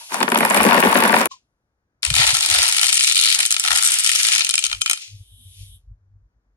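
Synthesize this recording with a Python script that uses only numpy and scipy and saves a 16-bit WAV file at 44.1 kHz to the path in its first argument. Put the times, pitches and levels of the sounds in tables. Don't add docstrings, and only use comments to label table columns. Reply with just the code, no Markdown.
import sys
import numpy as np
from scipy import signal
from scipy.fft import rfft, irfft, next_fast_len
from scipy.io import wavfile
from scipy.ndimage import uniform_filter1d, minimum_filter1d

SR = 44100
rng = np.random.default_rng(int(sys.argv[2]) if len(sys.argv) > 2 else 0)


def voltage_ratio(level):
    return 10 ** (np.asarray(level, float) / 20)


def transcribe(signal):
    frames = np.atleast_2d(signal).T
    limited = np.clip(frames, -1, 1)
    pcm = np.round(limited * 32767).astype(np.int16)
    wavfile.write(sys.argv[1], SR, pcm)


N = 289296
TIME = np.arange(N) / SR


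def on_log(table, hz):
    f_hz, value = np.array(table).T
    return np.interp(np.log(hz), np.log(f_hz), value)


def band(x, lo_hz, hi_hz, order=3):
    sos = signal.butter(order, [lo_hz, min(hi_hz, .45 * SR)], "band", fs=SR, output="sos")
    return signal.sosfilt(sos, x)


# f/Hz, correlation [0-1]
PORT_LIKENESS = [(100, .97), (300, .88), (700, .76), (1400, .48), (2200, .66), (5000, .42), (7100, .65),
                 (9100, .96), (12000, .97), (15500, .75)]


def pair(a, b, hz):
    alike = on_log(PORT_LIKENESS, hz)
    return np.array([a, alike * a + np.sqrt(1 - alike ** 2) * b])


def pole(t60_s):
    return np.exp(-np.log(1000) / (t60_s * SR))


def noise(lo_hz, hi_hz):
    x = band(pair(*rng.standard_normal((2, N)), lo_hz), lo_hz, hi_hz, order=4)
    return x / x.std()


def bell(t_s, mid_s, length_s):
    return np.exp(-(2 * (t_s - mid_s) / length_s) ** 2)


# f/Hz, density/dB per Hz
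AIR_SPECTRUM = [(18, -26.5), (30, -13.5), (56, -7), (415, -21), (1630, -25), (2830, -41.5), (6500, -39),
                (8000, -51), (16000, -65.5)]


def room():
    size = next_fast_len(N)
    hz = np.arange(1, size // 2 + 2) * SR / size
    spectra = pair(*rfft(rng.standard_normal((2, size))), hz)
    air = irfft(spectra * voltage_ratio(on_log(AIR_SPECTRUM, hz)), size)[:, :N]
    return voltage_ratio(-73.5) * air / air.std()


# peak t/s, level/dB, rise/s, fall/s (20 dB each), treble re level/dB
SWISHES = [(0, -39.5, .01, 0.6, -5.5), (.14, -28, 0.034, 0.059, -9), (1.316, -36.5, .012, 0.056, -47),
           (5.02, -33.5, 0.067, 0.15, -25), (5.62, -48, 0.22, 0.13, -13)]


def hiss():
    low = high = 0
    for s, db, rise_s, fall_s, treble_db in SWISHES:
        swell = voltage_ratio(db - 20 * np.maximum((s - TIME) / rise_s, (TIME - s) / fall_s))
        low = low + swell
        high = high + swell * voltage_ratio(treble_db)
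    thin_start_s, thin_end_s = 5.42, 5.76
    outside = np.maximum((thin_start_s - TIME) / .55, (TIME - thin_end_s) / .037)
    thin = voltage_ratio(-20 * np.maximum(0, outside))
    return (thin * voltage_ratio(-54) * noise(3000, 3850) + low * noise(2350, 7000)
            + (high + thin * voltage_ratio(-55)) * noise(7900, 11500))


# peak t/s, level/dB, f/Hz, length/s
GRIP_BUMPS = [(0.394, -51, 70.5, .1), (0.614, -33, 70, 0.058), (0.881, -42.5, 75, 0.06),
              (1.106, -55.5, 60, 0.068), (2.09, -26, 67.8, 0.033), (2.118, -18.5, 121, 0.016),
              (2.139, -25.5, 70.8, 0.022), (2.166, -40, 243, 0.02), (2.168, -30, 85, 0.046),
              (2.205, -24, 128.6, 0.026), (2.233, -33.5, 85, 0.058), (2.289, -33, 70.8, 0.035),
              (2.34, -30.5, 130, 0.022), (2.389, -45.5, 84, 0.048), (2.498, -43, 310, 0.038),
              (2.593, -50.5, 401, 0.14), (2.522, -34, 90.6, 0.033), (2.592, -35, 63.2, 0.05),
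              (2.722, -51.5, 75.8, 0.045), (3.417, -59.5, 132, .06), (3.724, -41, 58, 0.057),
              (3.74, -58, 238, 0.055), (4.263, -59.5, 55.4, 0.06), (4.744, -42.5, 45, 0.1),
              (4.766, -40, 98.5, 0.07), (4.823, -59.5, 230, 0.067), (4.897, -57.5, 94.8, 0.043),
              (5.144, -35, 103.3, 0.074), (5.187, -58, 54.6, 0.05), (5.212, -36.5, 97.7, 0.033),
              (5.341, -43.5, 97.2, 0.047), (5.352, -51, 50.3, 0.22), (5.406, -61.5, 240, 0.051),
              (5.477, -47.5, 59.7, 0.12), (5.48, -41, 94.6, 0.074), (5.626, -33.5, 98.5, 0.1),
              (5.628, -46, 51.4, 0.088), (5.732, -43.5, 95.4, 0.075), (5.732, -46.5, 52.1, 0.16),
              (5.906, -37.5, 50.05, 0.097), (5.917, -46, 99.8, 0.074), (6.036, -54.5, 98.3, 0.11),
              (6.15, -48, 99.3, 0.13), (6.157, -47.5, 50, .07), (6.248, -50, 48.1, 0.081),
              (6.37, -57, 55.5, 0.054), (6.498, -59, 48.1, 0.11)]


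def handling():
    tone, rub = np.zeros(N), np.zeros(N)
    for (s, db, hz, length_s), turn in zip(GRIP_BUMPS, rng.random((len(GRIP_BUMPS), 1))):
        at = slice(max(int((s - 2 * length_s) * SR), 0), int((s + 2 * length_s) * SR))
        swell = voltage_ratio(db) * bell(TIME[at], s, length_s)
        tone[at] += swell * np.sin(2 * np.pi * (hz * TIME[at] + turn))
        rub[at] += swell
    return tone + voltage_ratio(-12) * rub * noise(36, 115)


# onset t/s, level/dB, f/Hz
SHELL_ROCKS = [(.008, -38.5, 935), (1.311, -29, 1078), (1.333, -35.5, 1050), (1.359, -51, 1006)]


def rock():
    hum = np.zeros(N)
    for s, db, hz in SHELL_ROCKS:
        t = np.clip(TIME - s, 0, None) / 0.0062
        hum += voltage_ratio(db) * (t * np.exp(1 - t)) ** 2 * np.sin(2 * np.pi * hz * TIME)
    return hum


def swarm(table, count, spread_db, each_db, pan_db):
    t_s, curve_db = np.array(table).T
    when, size, side = rng.random((count, 3)).T
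    when = t_s[0] + (t_s[-1] - t_s[0]) * when
    level_db = np.interp(when, t_s, curve_db) + each_db - spread_db * np.log(np.maximum(size, .04))
    return when, level_db, pan_db + 8 * (side - .5)


def clatter(s, peak_db, pan_db, colour_db, crack, modes, crack_t60, rise_t60, scatter_db, click_db, drift_db,
            ring_db, tail_db, tail_t60, spread=0, loose=1):
    start = int(s.min() * SR)
    at = (s * SR).astype(int) - start
    size = min(at.max() + SR // 3, N - start)
    side_db = peak_db + np.array([pan_db, -pan_db]) / 2
    rise = pole(rise_t60)

    def drift():
        knots_s = np.arange(s.min(), s.max() + 1, .2)
        return drift_db * np.interp(s, knots_s, rng.standard_normal(len(knots_s)))

    lag, sign = rng.random((len(s), 2)).T
    arrive = [at + 12, at + (24 * lag).astype(int)]

    centres = 16290 / 2 ** np.arange(0, np.log2(16290 / crack[1][0]) + .1, 1 / 3)
    centres = centres[centres < 1.2 * crack[-2][0]]
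    power = voltage_ratio(on_log(crack, centres)) ** 2 * centres
    edge = 2 ** (1 / 6)
    white, out = rng.standard_normal((2, size)), np.zeros((2, size))
    for hz, share in zip(centres, power / power.sum()):
        gain = voltage_ratio(side_db + colour_db(hz) + drift() + scatter_db * rng.standard_normal(len(s)))
        push = signal.lfilter([1 - rise], [1, -rise], [np.bincount(at, g ** 2, size) for g in gain])
        fall = pole(crack_t60 * (3000 / hz) ** 0.065)
        envelope = signal.lfilter([1], [1, -fall ** 2], push)
        envelope += voltage_ratio(tail_db) ** 2 * signal.lfilter([1], [1, -pole(tail_t60) ** 2], push)
        clicks = np.array([np.bincount(a, g * np.sign(sign - .5), size) for a, g in zip(arrive, gain)])
        burst = np.sqrt(envelope) * pair(*white, hz) + voltage_ratio(click_db) * clicks
        width = hz * (edge - 1 / edge) / (SR / 2)
        out += np.sqrt(share / width) * band(burst, hz / edge, hz * edge, order=4)

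    ring = np.zeros((2, size))
    pick = np.round(np.clip(.8 * loose * rng.standard_normal(len(s)), -1, 1))
    tuned = [(hz * (1 + spread * k), db, t60, k) for hz, db, t60 in modes for k in (-1, 0, 1)]
    for hz, db, t60, k in tuned:
        a, b, c, d = rng.standard_normal((len(s), 4)).T
        phasor = pair(a + 1j * b, c + 1j * d, hz) / np.hypot(a, b) ** .5
        gain = voltage_ratio(side_db + colour_db(hz) + 2 * drift() + db + ring_db) * phasor * (pick == k)
        blows = [np.bincount(at, g.real, size) + 1j * np.bincount(at, g.imag, size) for g in gain]
        turn = np.exp(2j * np.pi * hz / SR)
        ring += signal.lfilter([1 - rise], np.poly([rise * turn, pole(t60) * turn]), blows).imag
    if len(modes):
        out += band(ring, .7 * modes[0][0], 16000, order=4)
    return np.pad(out, ((0, 0), (start, N - start - size)))


# t/s, level/dB, boom under 600 Hz/dB, left minus right/dB
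LOUD_KNOCKS = [(0.131, -22, -15.5, 0.5), (0.141, -16, -14, 9), (0.204, -14.5, 1, -1.5),
               (0.211, -11, -8.5, 10.5), (0.227, -6, 0, -7), (0.279, -10.5, -1.5, 4.5),
               (0.318, -6, 2, -1.5), (0.342, -9, -2, -2.5), (0.356, -5, -1.5, 2), (0.372, -11, 3, -2),
               (0.405, -6, 3.5, -5.5), (0.428, -7, 0, -0.5), (0.4491, -8, -2.5, -2.5),
               (0.502, -11.5, -3, 8.5), (0.5068, -4.5, -5, -4), (0.545, -8, -2, 5),
               (0.563, -8.5, -2.5, -0.5), (0.5733, -4, -4.5, 0.5), (0.602, -4, -6, 6), (0.6097, -9, -6, -6),
               (0.638, -11.5, -6, -4.5), (0.65, -3.5, 5, 3), (0.664, -8.5, 6, 0.5), (0.688, -5, -2.5, 7.5),
               (0.709, -6, -6.5, 18.5), (0.7204, -3, -3.5, 0.5), (0.729, -5.5, -5, 4.5),
               (0.743, -3, 0, 1.5), (0.77, -10.5, -4.5, 2), (0.778, -6.5, 0.5, 7), (0.8018, -12, -3.5, 2),
               (0.825, 0.5, -3, 2.5), (0.836, -4, 1.5, 2.5), (0.849, -6, 7.5, 2), (0.869, -9.5, -2, 4),
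               (0.926, -7, -13, 5.5), (0.954, -4, 3.5, 5.5), (0.978, -11, -2, 4.5),
               (1.002, -11.5, -1.5, 2.5), (1.0236, -7.5, 0.5, 4.5), (1.036, -9, -8, -6.5),
               (1.05, -5.5, 0, -1), (1.094, -3.5, 0, 4.5), (1.1268, -4.5, 0, 5.5), (1.14, -1, -3, -5),
               (1.164, -7, -5, 3.5), (1.2123, -8, -2.5, 2.5), (1.256, -11, 0.5, 0)]
# t/s, level/dB, left minus right/dB
LOUD_TICKS = [(0.1431, -14.0, 1.5), (0.2029, -15.0, 3.0), (0.2293, -9.5, 2.0), (0.2886, -20.0, 2.5),
              (0.3007, -15.5, -0.5), (0.3186, -18.0, 1.0), (0.3461, -12.0, 0.0), (0.3754, -9.0, 1.0),
              (0.3868, -11.5, 1.5), (0.4056, -16.5, -0.5), (0.4496, -7.5, 1.5), (0.4999, -14.5, 5.0),
              (0.5076, -13.5, -0.5), (0.5445, -11.0, 0.0), (0.5622, -9.5, 2.5), (0.5726, -12.0, 2.5),
              (0.6088, -13.0, 0.5), (0.6312, -7.0, 1.5), (0.6393, -12.5, 1.0), (0.6498, -10.5, -0.5),
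              (0.6885, -18.5, 3.0), (0.7295, -10.0, 0.5), (0.7442, -16.5, 2.0), (0.7637, -19.5, 1.0),
              (0.8021, -11.0, 0.5), (0.8289, -18.0, -1.5), (0.8361, -18.0, 2.0), (0.8415, -15.5, 1.5),
              (0.8486, -17.0, 3.0), (0.8575, -14.5, 3.5), (0.8693, -18.5, 1.5), (0.878, -16.0, -1.5),
              (0.912, -19.5, 3.0), (0.928, -15.0, 4.0), (0.9485, -16.5, 0.5), (0.9695, -13.5, 1.5),
              (0.9741, -12.0, 3.5), (0.9875, -10.0, 1.5), (1.0045, -11.5, 3.5), (1.0219, -12.0, 0.5),
              (1.037, -9.5, 5.0), (1.0784, -10.5, 2.0), (1.0926, -14.5, 4.5), (1.1213, -18.0, 3.5),
              (1.1247, -14.5, 4.0), (1.1378, -16.5, 1.0), (1.1581, -17.5, 0.0), (1.1645, -16.0, 1.5),
              (1.1749, -16.5, 1.5), (1.1841, -16.0, -1.0), (1.2135, -12.0, 2.5), (1.2561, -8.5, 3.5)]
# t/s, level/dB
TUMBLE_VIGOUR = [(0, -46), (.07, -61.5), (.12, -28.5), (.19, -28.5), (.26, -35.5), (.4, -24.5), (.53, -19),
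                 (.67, -17.5), (.86, -19), (1.05, -17.5), (1.12, -22), (1.2, -17.5), (1.27, -30.5)]
# f/Hz, density/dB per Hz
KNOCK_SPECTRUM = [(35, -55), (60, -37), (135, -26), (221, 1.5), (305, -9), (948, 1), (1260, -4), (1640, -3),
                  (5500, -22), (7150, -48), (12100, -120)]
TICK_SPECTRUM = [(1800, -23.5), (2600, 1), (3500, -6), (5700, -4), (7100, 0.5), (9000, 1.5), (11300, -1.5),
                 (14200, -19), (16300, -12)]
# f/Hz, level/dB, t60/s
SHELL_MODES = [(227.2, -0.5, 0.088), (372, -7, 0.078), (536, 2.5, 0.029), (650, -4, 0.013),
               (820, -13, 0.035), (954, 4.5, 0.045), (1060, 2, 0.025), (1335, -11.5, 0.013),
               (1610, -12.5, 0.033), (1880, -13.5, .02), (2040, -9, 0.031), (2508, -3, 0.04)]


def toys():
    s, db, boom_db, pan_db = np.transpose(LOUD_KNOCKS)
    small = swarm(TUMBLE_VIGOUR, count=1100, spread_db=3, each_db=-6.5, pan_db=-2.5)
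    vigour_db = np.interp(small[0], *np.transpose(TUMBLE_VIGOUR))
    boom_db = np.r_[boom_db, -2.5 + 2 * np.minimum(vigour_db + 30.5, 0)]
    knocks = clatter(*np.c_[[s, db, pan_db], small], lambda hz: boom_db * (hz < 600),
                     KNOCK_SPECTRUM, SHELL_MODES, crack_t60=.012, rise_t60=.0018, scatter_db=1.5,
                     drift_db=1, spread=.045, click_db=15, ring_db=-11.5, tail_db=-14, tail_t60=.2)
    small = swarm(TUMBLE_VIGOUR, count=1300, spread_db=5, each_db=-17, pan_db=2.5)
    ticks = clatter(*np.c_[np.transpose(LOUD_TICKS), small], lambda hz: 0, TICK_SPECTRUM, [],
                    crack_t60=.006, rise_t60=.001, scatter_db=3, click_db=3, drift_db=1.5,
                    ring_db=0, tail_db=-28, tail_t60=.3)
    cut_s = 1.273
    cut_db = np.interp(TIME, [cut_s, cut_s + .00091, 1.296, 1.3], [-0.5, -55.5, -85, -53])
    return (knocks + ticks) * voltage_ratio(cut_db)


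# t/s, level/dB
STIR_VIGOUR = [(2.05, -27), (2.13, -29.5), (2.2, -15), (2.35, -21.5), (2.42, -24.5), (2.6, -15.5),
               (2.75, -23), (3.2, -25), (3.42, -24.5), (3.49, -30), (3.62, -28), (3.87, -18), (4.02, -22),
               (4.25, -17.5), (4.43, -25.5), (4.5, -31.5), (4.72, -33), (4.8, -43.5), (4.92, -29.5),
               (5.1, -59)]
BUSY_DB = -26


def slide(s, db, *colour, count):
    when, size = rng.standard_normal((len(s), 2, count)).transpose(1, 0, 2)
    calm_db = 4 * np.minimum(np.interp(s, *np.transpose(STIR_VIGOUR)) - BUSY_DB, 0)
    near_s = s[:, None] + .004 + .009 * when
    near_db = (db - 13 + calm_db)[:, None] + 2.1 * size
    repeated = [np.r_[c, np.repeat(c, count)] for c in colour]
    return [np.r_[s, near_s.ravel()], np.r_[db, near_db.ravel()]] + repeated


# t/s, level/dB, treble/dB (full from 8 kHz), left minus right/dB
LOUD_CLACKS = [(2.023, -41.5, 11.0, 1.0), (2.0297, -11.0, -3.5, 6.0), (2.0491, -7.5, 5.0, 4.5),
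               (2.0652, -19.0, -3.0, 6.0), (2.0759, -25.0, -6.0, 2.5), (2.1014, -6.5, 5.0, 5.0),
               (2.139, -11.0, 1.5, 3.0), (2.1518, -9.0, 6.0, 2.0), (2.1635, -9.0, 6.5, 3.0),
               (2.1817, -5.5, 2.0, 2.5), (2.21, -8.0, 1.5, 4.5), (2.215, -4.0, -5.5, 2.0),
               (2.2192, -6.0, -1.5, 2.5), (2.238, -9.5, -1.0, 2.5), (2.2666, -9.0, 7.5, 1.5),
               (2.2749, -5.5, -1.0, 0.5), (2.2921, -6.5, -4.5, -2.0), (2.3042, -7.0, 4.0, 2.0),
               (2.3433, -11.0, 10.5, 3.0), (2.3489, -7.5, 4.0, 1.0), (2.3678, -9.5, 7.5, 3.5),
               (2.4073, -13.0, 9.0, 2.5), (2.4265, -10.0, -0.5, 3.0), (2.4356, -12.0, 1.5, 1.5),
               (2.4482, -11.5, -0.5, 5.5), (2.4598, -10.5, 7.0, 0.0), (2.4994, -10.0, 8.5, 3.5),
               (2.5122, -8.5, 6.0, 1.5), (2.5405, -8.5, 7.5, 1.0), (2.5472, -5.0, 2.5, 1.0),
               (2.587, -12.0, -2.0, -1.0), (2.618, -6.5, 7.0, 1.0), (2.6285, -8.5, 9.5, 3.5),
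               (2.6644, -9.0, 6.0, 5.5), (2.6789, -10.0, 13.0, 5.0), (2.686, -8.0, 9.5, 4.0),
               (2.7239, -7.5, 9.5, 3.5), (2.7451, -13.5, 5.0, 3.0), (2.7651, -10.5, 5.5, 1.0),
               (2.7821, -8.0, 4.5, 2.0), (2.7935, -9.0, 1.5, 2.5), (2.8128, -9.5, 7.5, 2.0),
               (2.8309, -6.5, 2.5, 4.5), (2.8417, -8.5, 4.0, 2.0), (2.8586, -8.0, 6.0, 3.5),
               (2.8659, -10.5, 10.0, 3.5), (2.882, -8.0, 6.5, 3.5), (2.8899, -8.0, 2.0, 5.0),
               (2.8941, -9.5, -1.0, 2.5), (2.9267, -8.0, 6.5, 1.0), (2.9419, -9.5, 14.0, 2.0),
               (2.9554, -10.5, 7.0, 3.0), (2.9701, -9.0, -0.5, 2.0), (2.976, -12.5, 10.0, 2.5),
               (2.9925, -8.5, -2.5, 1.0), (2.9986, -12.0, 8.0, 2.0), (3.0071, -7.0, -0.5, 3.0),
               (3.0288, -7.5, 5.0, 1.5), (3.0367, -10.5, 8.5, 2.5), (3.0441, -9.0, 1.5, 2.0),
               (3.0706, -11.5, 9.0, 3.0), (3.0748, -6.0, 2.0, 1.0), (3.0875, -11.0, 1.5, 4.5),
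               (3.0968, -7.0, 0.0, 0.0), (3.1115, -8.5, -4.0, 3.0), (3.1219, -9.5, 9.0, 1.0),
               (3.1555, -7.0, 7.0, 1.5), (3.1672, -6.5, 0.5, -0.5), (3.1767, -6.5, 6.0, -1.5),
               (3.1901, -5.0, -2.5, 0.5), (3.1981, -11.0, 6.5, 4.0), (3.212, -11.0, 11.5, 4.5),
               (3.2224, -10.5, 10.5, 4.0), (3.2269, -8.0, -3.0, 2.5), (3.2361, -10.5, 4.5, 3.0),
               (3.247, -8.5, 2.5, 2.5), (3.2567, -10.0, 6.5, 0.0), (3.2642, -6.0, 1.5, 0.0),
               (3.2731, -6.0, -4.0, -1.0), (3.2864, -9.0, 2.5, 4.5), (3.3005, -6.5, 4.0, 1.5),
               (3.3137, -6.5, 0.0, 5.0), (3.3246, -8.5, 5.0, 5.0), (3.3429, -9.5, 4.5, 2.0),
               (3.3472, -11.0, 9.5, 3.0), (3.3896, -7.5, 8.0, 3.0), (3.4037, -5.5, 5.0, 0.0),
               (3.4293, -9.5, 1.0, -1.0), (3.4518, -10.5, 6.0, 2.0), (3.4606, -10.0, 12.0, 2.0),
               (3.5062, -10.5, 6.0, 1.5), (3.5135, -13.0, 11.5, 2.0), (3.5234, -10.5, 8.0, 3.0),
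               (3.5413, -10.5, 4.0, 1.0), (3.5646, -8.0, -3.0, 4.0), (3.5965, -8.0, 14.0, 1.5),
               (3.638, -12.5, 5.0, 3.0), (3.6487, -9.0, -3.0, 3.5), (3.6606, -13.5, 4.0, -0.5),
               (3.6755, -9.5, -1.5, 0.5), (3.6825, -8.5, -3.0, 1.5), (3.7048, -9.0, 2.5, 2.0),
               (3.7151, -7.0, -4.5, 5.0), (3.7293, -9.0, 6.5, 7.5), (3.7539, -8.0, -7.0, 3.0),
               (3.7591, -6.5, 8.0, 0.0), (3.7733, -9.0, 11.5, 4.5), (3.7833, -8.5, -0.5, 1.5),
               (3.8245, -10.0, 11.5, 4.0), (3.8339, -11.5, 13.0, 5.5), (3.8417, -11.0, 10.0, 3.5),
               (3.8486, -9.0, 14.0, 3.0), (3.8736, -8.5, 14.0, 2.0), (3.9185, -10.5, 14.0, 3.0),
               (3.9412, -15.0, 12.5, 2.0), (3.9859, -9.0, 14.0, 3.0), (4.0445, -7.5, 10.5, 3.5),
               (4.0618, -8.0, 4.0, 4.0), (4.0736, -11.5, 8.0, 3.0), (4.0916, -6.5, 5.0, 2.0),
               (4.1155, -8.0, 7.0, 6.0), (4.1504, -10.5, 7.0, 2.5), (4.1583, -10.0, 4.0, 2.0),
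               (4.189, -15.0, 8.5, 2.5), (4.1978, -10.0, 1.5, 0.0), (4.2308, -9.5, 12.0, 2.0),
               (4.2497, -7.0, 0.5, 3.5), (4.2682, -11.5, 11.0, 3.5), (4.2848, -7.0, 4.0, 3.0),
               (4.3183, -7.0, 0.0, 3.0), (4.3246, -10.0, 8.5, 2.0), (4.3326, -8.5, 0.5, 1.5),
               (4.3408, -9.0, -6.5, -1.0), (4.3499, -9.0, 6.5, 4.5), (4.3596, -8.5, 2.0, 3.5),
               (4.3805, -5.5, 6.0, 2.5), (4.4065, -4.5, -3.5, 3.5), (4.4465, -12.0, 8.5, 2.5),
               (4.467, -14.5, 0.5, 3.0), (4.4912, -14.0, 10.0, 3.0), (4.4977, -11.0, 6.0, 2.5),
               (4.5083, -10.0, 7.5, 7.0), (4.5392, -6.5, 1.0, -0.5), (4.5541, -13.5, 12.0, 2.5),
               (4.5785, -1.0, 1.5, 2.5), (4.5897, -10.0, 10.0, 4.5), (4.6241, -19.0, -6.5, 4.5),
               (4.6391, -11.0, 6.0, 4.5), (4.6494, -13.0, 1.0, 3.5), (4.6565, -14.0, -2.0, 3.0),
               (4.6644, -14.0, 4.5, 3.5), (4.6969, -21.0, -1.0, 4.5), (4.7139, -17.0, -3.5, 3.0),
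               (4.7277, -12.0, -6.5, 1.5), (4.7469, -24.5, -8.0, 5.0), (4.8105, -22.0, 1.0, 0.0),
               (4.816, -8.5, 4.0, 4.5), (4.86, -9.5, -2.5, 0.5), (4.8761, -17.0, -8.0, 2.0),
               (4.8966, -7.0, 6.5, 4.0), (4.911, -11.0, 11.0, 1.5), (4.9314, -12.5, 5.5, 5.5),
               (4.9738, -26.0, 1.5, -2.0), (5.019, -39.0, 7.5, 5.5), (5.0776, -39.0, -1.0, -0.5)]
# f/Hz, density/dB per Hz
BEAD_SPECTRUM = [(150, -71), (250, -47.5), (400, -43), (510, -35.5), (640, -23.5), (810, -2), (1020, -3.5),
                 (1280, -12), (1620, 5), (2360, 16.5), (4050, 17.5), (5700, 12), (7100, 10.5), (9000, 10),
                 (11300, -4.5), (14200, -22.5), (16300, -17.5)]
# f/Hz, level/dB, t60/s
GLASS_MODES = [(1350, -3, .025), (2425, -5, .05), (3120, -1, .055), (4090, 0, .025), (5225, -7, .06),
               (5470, -11, .04), (6385, -10, .09), (7080, -5, .02), (7765, -11, .065), (8460, -5, .035),
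               (8990, -1, .02), (9300, -1, .014), (10130, -7, .015), (10830, -14, .025)]
# mid t/s, length/s, lift/dB
LOW_END_SWELLS = [(2.108, 0.27, 3.5), (2.278, 0.86, 32), (2.62, 0.21, 28.5), (2.867, 0.2, 16.5),
                  (3.386, 0.087, 28), (3.721, 0.29, 31), (3.944, 0.18, 16), (4.39, 0.36, 17),
                  (4.728, 0.084, 24), (4.911, 0.11, 21)]
# f/Hz, share of lift
LOW_END_SHARE = [(400, 1.37), (510, 1.28), (640, 1.4), (810, 0.54), (1020, .62), (1280, 0.28), (2000, 0.24),
                 (2400, 0.0074)]
# mid t/s, length/s, f/Hz, level/dB
REGION_SHIFTS = [(2.62, .25, 990, -2.5), (3.2, 0.34, 4000, 4), (3.76, 0.8, 1430, 5), (4.652, 0.1, 6240, 3)]


def beads():
    s, db, treble_db, pan_db = slide(*np.transpose(LOUD_CLACKS), count=6)
    small = swarm(STIR_VIGOUR, count=6000, spread_db=1.5, each_db=-8.5, pan_db=0)
    hits = np.c_[[s, db, pan_db], small]
    hit_s = hits[0]
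    loud_count, small_count = len(s), len(small[0])

    def by_size(loud, little):
        return np.r_[np.full(loud_count, loud), np.full(small_count, little)]

    swell_db = sum(lift_db * bell(hit_s, mid_s, length_s) for mid_s, length_s, lift_db in LOW_END_SWELLS)
    low_end_db = np.minimum(swell_db - 13, 22)
    treble_db = np.r_[treble_db, np.full(small_count, 2.5)]
    still_db = np.clip(BUSY_DB - np.interp(hit_s, *np.transpose(STIR_VIGOUR)), 0, 10)
    ring_db = by_size(-13.5, -17.5) + .6 * still_db

    def colour_db(hz):
        forward_db = sum(lift_db * bell(hit_s, mid_s, length_s) * np.exp(-(4 * np.log2(hz / mid_hz)) ** 2)
                         for mid_s, length_s, mid_hz, lift_db in REGION_SHIFTS)
        return (forward_db + low_end_db * on_log(LOW_END_SHARE, hz)
                + treble_db * np.clip(np.log2(hz / 4000), 0, 1))

    return clatter(*hits, colour_db, BEAD_SPECTRUM, GLASS_MODES, crack_t60=.013, rise_t60=.0022,
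                   scatter_db=by_size(2.5, 4.5), click_db=7, spread=.014, loose=voltage_ratio(-2 * still_db),
                   drift_db=1.3, ring_db=ring_db, tail_db=-30, tail_t60=.25)


def scene():
    return toys() + rock() + beads() + handling() + hiss() + room()


def top_cut(x):
    return signal.sosfilt(signal.butter(12, 16800, fs=SR, output="sos"), x)


# f/Hz, level/dB
PORT_LEVEL = [(60, -1), (150, -2), (400, -0.5), (700, -6.5), (1300, -3.5), (2400, 0), (4400, -4.5),
              (8000, -2), (12000, 3)]
# f/Hz, phase/rad
PORT_TURN = [(100, 0), (700, -.6), (1400, -2.2), (2200, -3), (7100, -2.2), (8100, -2.2), (9100, -1.4),
             (11000, -.2), (12100, 0), (13800, .6), (15500, 2.2)]


def record(dry):
    size = next_fast_len(N)
    hz = np.arange(1, size // 2 + 2) * SR / size
    port = voltage_ratio(on_log(PORT_LEVEL, hz)) * np.exp(1j * on_log(PORT_TURN, hz))
    right = irfft(rfft(dry[1], size) * port, size)[:N]
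    low_pass = signal.ellip(8, .2, 60, 15900, fs=SR, output="sos")
    wet = signal.sosfilt(low_pass, np.array([dry[0], right]))
    need = 1 / np.maximum(np.abs(wet).max(axis=0), 1)
    gain = uniform_filter1d(minimum_filter1d(need, size=401), size=400)
    return top_cut(wet * gain)


dry = scene()
out = record(dry)
transcribe(out)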